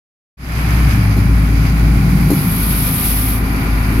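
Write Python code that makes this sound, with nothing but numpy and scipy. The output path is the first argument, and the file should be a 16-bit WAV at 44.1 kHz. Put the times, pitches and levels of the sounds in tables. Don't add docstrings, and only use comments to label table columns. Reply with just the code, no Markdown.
import sys
import numpy as np
from scipy import signal
from scipy.fft import rfft, irfft
from scipy.io import wavfile
from scipy.ndimage import uniform_filter1d, map_coordinates

SR = 44100
rng = np.random.default_rng(int(sys.argv[2]) if len(sys.argv) > 2 else 0)


def transcribe(signal):
    frames = np.atleast_2d(signal).T
    limited = np.clip(frames, -1, 1)
    pcm = np.round(limited * 32767).astype(np.int16)
    wavfile.write(sys.argv[1], SR, pcm)


N = 176400
T = np.arange(N) / SR
FREQUENCIES = np.arange(N // 2 + 1) * SR / N
CYLINDERS = 6

# (time [s], firing rate [Hz])
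FIRING_RATE = [(0.95, 59.4), (1.15, 56.2), (1.45, 55.75), (2.25, 55.7), (2.45, 53), (3.5, 52.7), (4, 52.9)]
# (pitch [times the firing rate], relative level [dB])
DRONE_TONES = [(.5, -26), (1, 0), (1.5, -17), (2, -12.5), (3, -21.5), (4, -22), (5, -19)]
# (frequency [Hz], boost [dB])
BLOCK_RINGS = [(807, 3.5), (1023, 6.5), (1293, 0), (1390, 7.5), (1460, 6), (1751, 2.5), (1904, 4.5),
               (2207, 2.5), (2304, 0.5), (2363, 8)]
# (pitch at the final engine speed [Hz], level [dB])
WHINE_TONES = [(980, -45.5), (1196, -45), (1294, -69), (1385, -52), (1462, -49)]
# (time [s], deck level [dB], metal level [dB])
KNOCK_HITS = [(1.165, -19.5, -39), (1.177, -21.5, -41), (2.304, -11, -31), (2.316, -12, -35.5),
              (2.333, -21, -32), (3.905, -24.5, -56)]
# (pitch [Hz], relative level [dB], time to fade by 60 dB [s])
DECK_TONES = [(243, -18, 0.066), (295.8, 1, 0.18), (353, -3, 0.099), (398, -8, 0.084), (520, -12.5, 0.073),
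              (660, -15.5, 0.042), (787, -14, 0.09), (1030, -20, 0.05)]
METAL_TONES = [(4170, -7, .11), (6920, -10, 0.16), (10700, 1, 0.15), (11900, 4, 0.095)]

# (time [s], level [dB])
DRONE_LEVEL = [(0.7, -15.5), (0.87, -9.5), (0.96, -17), (1.39, -10.5), (1.69, -15.5), (1.88, -9),
               (2.03, -17), (2.27, -15.5), (2.4, -26.5), (2.76, -14.5), (2.96, -25.5), (3.04, -20),
               (3.44, -15.5), (3.61, -19.5), (3.73, -12.5), (4.0, -15)]
BURBLE_LOW_LEVEL = [(.6, -22.5), (.8, -21), (1.0, -14), (1.22, -15), (1.4, -21.5), (1.7, -18.5),
                    (2.0, -21.5), (2.26, -21.5), (2.45, -33.5), (3.2, -26.5), (4, -23.5)]
BURBLE_HIGH_LEVEL = [(.6, -21), (.75, -19.5), (1.25, -18), (1.7, -19), (1.95, -15.5), (2.15, -12.5),
                     (2.28, -15), (2.48, -16.5), (2.65, -25.5), (2.87, -20.5), (3.15, -32.5), (3.6, -29.5),
                     (4, -27.5)]
HULL_LEVEL = [(.6, -25.5), (1.2, -24), (2.2, -23.5), (2.7, -23), (3.2, -25), (3.6, -20), (3.8, -25),
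              (4, -16.5)]
CLATTER_LEVEL = [(.6, -24.5), (1.3, -29), (2.3, -27), (3.2, -29.5), (3.6, -26.5), (4, -27.5)]
WASH_LEVEL = [(.6, -23), (.8, -27), (.95, -24), (1.1, -40), (1.35, -31), (1.65, -27.5), (2.1, -39.5),
              (3.4, -32.5), (3.7, -31), (4, -29.5)]
FOAM_LEVEL = [(.6, -38), (.95, -38.5), (1.1, -41), (1.3, -49), (1.5, -41), (1.7, -38.5), (1.95, -45),
              (2.2, -44), (2.6, -42), (3.3, -51), (3.45, -47), (3.7, -44), (4, -45)]
SPRAY_LEVEL = [(1.9, -55), (2.15, -38), (2.27, -33), (2.35, -26), (2.48, -25.5), (2.6, -22), (3.05, -19),
               (3.22, -20), (3.35, -24), (3.42, -37.5), (3.8, -40), (4, -34.5)]

# (frequency [Hz], relative level [dB])
BURBLE_LOW_SPECTRUM = [(30, -45), (65, -34), (85, -3), (110, 8), (135, -6), (165, -7), (300, -28),
                       (900, -90)]
BURBLE_HIGH_SPECTRUM = [(60, -55), (110, -11.5), (133, 0), (163, 0.5), (185, -2.5), (220, -16.5),
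                        (300, -22), (450, -35.5), (900, -51)]
HULL_SPECTRUM = [(25, -18), (60, 1), (100, -13), (170, 1), (215, -1), (265, 2), (300, -6), (335, -9.5),
                 (375, -8.5), (450, -18), (600, -25), (1200, -61)]
CLATTER_SPECTRUM = [(250, -49), (450, -6), (590, -5), (780, 1.5), (900, -3), (1050, 0), (1400, 1),
                    (1650, -3.5), (1900, -.5), (2050, -1.5), (2300, 3), (2700, -9), (3500, -18),
                    (4300, -16), (4900, -14.5), (5400, -25), (6300, -22.5), (8000, -31), (11000, -9),
                    (16000, -24)]
WASH_SPECTRUM = [(200, 12), (600, -8.5), (1200, 1), (2400, -0.5), (3300, -11.5), (5000, -20.5), (8200, -17),
                 (9500, -23.5), (11000, -11.5), (12200, -9), (13500, -35), (16000, -47)]
FOAM_SPECTRUM = [(1200, -18), (2400, 4), (2900, -2), (3600, -5.5), (4400, -7.5), (5000, 2.5), (5450, -11),
                 (6200, -5.5), (7200, -12), (9000, -28), (11500, -7), (16000, -26)]
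SPRAY_SPECTRUM = [(1000, -14.5), (2500, -7), (4200, -12), (6300, -17), (7800, -17.5), (9200, -10.5),
                  (10400, 1.5), (11400, 5), (12500, 2), (13800, -4.5), (16000, -13)]

# (frequency [Hz], likeness [1 = the same, 0 = unrelated])
STEREO_LIKENESS = [(100, 1), (290, 0.93), (640, 0.65), (950, 0.27), (1400, -.2), (3000, 0)]
# (frequency [Hz], left minus right [dB])
STEREO_BALANCE = [(100, 1.35), (1400, -0.1), (2400, 0), (3400, -8), (4800, -13.5), (6300, -12), (7500, 0),
                  (9000, 3.5), (10200, 8.5), (11600, -1.5), (13000, -2), (15500, 7)]


def exhaust(firings):
    drone_db = curve(DRONE_LEVEL)
    out = 0
    for multiple, db in DRONE_TONES:
        level_db = drone_db + 1.16 * wander(18) if multiple == 1 else drone_db.mean() + 2.5 * wander(7.7)
        lag_turns = 0.06 * multiple ** 2
        out += gain(db + level_db) * np.cos(2 * np.pi * (multiple * firings - lag_turns))
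    return np.sqrt(2) * out


def burble(firings):
    bands = (BURBLE_LOW_LEVEL, BURBLE_LOW_SPECTRUM), (BURBLE_HIGH_LEVEL, BURBLE_HIGH_SPECTRUM)
    out = 0
    for level, spectrum in bands:
        puffs = engine_noise(firings, repeat_share=0.44) * pulse(firings, depth_db=2.5)
        out += steady(shape_noise(puffs, spectrum), amount=0.63) * gain(curve(level))
    return out


def hull(firings):
    shake = engine_noise(firings, repeat_share=0.5) * pulse(firings, depth_db=2.5)
    hum = steady(shape_noise(shake, HULL_SPECTRUM), amount=0.94, window=2200)
    return hum * gain(curve(HULL_LEVEL))


def clatter(firings, ring_width_hz=5.9):
    ticks = pulse(firings, -0.3) * pulse(2 * firings, 0.2) * pulse(firings * CYLINDERS / 2, -0.3)
    rattle = engine_noise(firings, repeat_share=0.69) * ticks
    block = 1 + sum((gain(db) - 1) / (1 + 2j * (FREQUENCIES - hz) / ring_width_hz)
                    for hz, db in BLOCK_RINGS)
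    ringing = irfft(rfft(rattle) * block, N)
    return shape_noise(ringing, CLATTER_SPECTRUM) * gain(curve(CLATTER_LEVEL) + 0.54 * wander(30.26))


def gear_whine(firings, final_rate_hz, start_s=2.32, rise_s=0.2):
    engine_time = firings / final_rate_hz
    out = np.zeros((2, N))
    for channel in out:
        for hz, db in WHINE_TONES:
            loudness = gain(db + 1.7 * wander(14))
            channel += loudness * np.sin(2 * np.pi * hz * engine_time + 0.98 * wander(11))
    return np.sqrt(2) * out * np.clip((T - start_s) / rise_s, 0, 1)


def knocks(crack_decay_s=0.008):
    out = np.zeros((2, N))
    for start_s, deck_db, metal_db in KNOCK_HITS:
        first = int(start_s * SR)
        age = T[:min(SR // 2, N - first)]
        crack = gain(2) * rng.standard_normal((2, len(age))) * np.exp(-age / crack_decay_s)
        thud = gain(deck_db) * ring(age, DECK_TONES)
        clink = gain(metal_db) * (ring(age, METAL_TONES) + crack)
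        out[:, first:first + len(age)] += thud + clink
    return out


def water():
    wash = shape_noise(drops(spread_db=3.5), WASH_SPECTRUM) * gain(curve(WASH_LEVEL) + 1.5 * wander(22.18))
    foam = shape_noise(drops(spread_db=1), FOAM_SPECTRUM) * gain(curve(FOAM_LEVEL) + 2.6 * wander(24.95))
    spray = shape_noise(drops(spread_db=1), SPRAY_SPECTRUM) * gain(curve(SPRAY_LEVEL) + 0.81 * wander(35))
    return wash + foam + spray


def engine_noise(firings, repeat_share, points=4096, drift_hz=1.2):
    position = (firings / CYLINDERS) % 1 * points
    repeating = 0
    for _ in range(4):
        patterns = rng.standard_normal((2, points))
        looped = np.array([np.interp(position, np.arange(points), side) for side in patterns])
        repeating += wander(drift_hz) * looped
    repeating /= np.sqrt(uniform_filter1d(repeating ** 2, points))
    fresh = rng.standard_normal((2, N))
    return np.sqrt(repeat_share) * repeating + np.sqrt(1 - repeat_share) * fresh


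def pulse(turns, depth_db):
    return gain(depth_db * np.cos(2 * np.pi * turns))


def steady(noise, amount, window=3000):
    power = np.mean(noise ** 2, axis=0)
    smooth_power = uniform_filter1d(uniform_filter1d(power, window), window // 2)
    return normalise(noise / smooth_power ** (amount / 2))


def ring(age, tones, detune_hz=6):
    return sum(gain(db - 60 * age / fade_s)
               * np.sin(2 * np.pi * (hz + detune_hz * rng.standard_normal()) * age)
               for hz, db, fade_s in tones)


def drops(spread_db, per_second=8000):
    lands = rng.random((2, N)) < per_second / SR
    size = gain(spread_db * rng.standard_normal((2, N)))
    direction = np.sign(rng.standard_normal((2, N)))
    return normalise(lands * direction * size)


def shape_noise(pair, spectrum):
    first, second = rfft(pair) * gain(by_frequency(spectrum))
    likeness = by_frequency(STEREO_LIKENESS)
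    shared, apart = first * np.sqrt(1 + likeness), second * np.sqrt(1 - likeness)
    return normalise(irfft(np.array([shared + apart, shared - apart]), N))


def wander(rate_hz):
    targets = rng.standard_normal(1024)
    return normalise(map_coordinates(targets, [T * rate_hz], order=3, mode="wrap"))


def curve(rows):
    return np.interp(T, *np.array(rows).T)


def by_frequency(rows):
    hz, value = np.array(rows).T
    return np.interp(np.log(FREQUENCIES + 1), np.log(hz), value)


def gain(db):
    return 10 ** (np.asarray(db) / 20)


def normalise(x):
    return x / np.sqrt(np.mean(x ** 2))


def scene():
    rate_hz = curve(FIRING_RATE)
    firings = np.cumsum(rate_hz * (1 + 0.00081 * wander(10))) / SR
    engine = exhaust(firings) + burble(firings) + hull(firings) + clatter(firings)
    return engine + gear_whine(firings, rate_hz[-1]) + water() + knocks()


def record(dry, silence_s=0.37, fade_s=0.35, top_hz=15800):
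    tilt_db = by_frequency(STEREO_BALANCE) / 2
    tilted = irfft(rfft(dry) * gain([tilt_db, -tilt_db]), N)
    faded = tilted * np.clip((T - silence_s) / fade_s, 0, 1) ** 0.92
    rounded = faded / (1 + faded ** 8) ** (1 / 8)
    low_pass = signal.ellip(12, 0.1, 80, top_hz, fs=SR, output="sos")
    return signal.sosfilt(low_pass, rounded)


dry = scene()
out = record(dry)
transcribe(out)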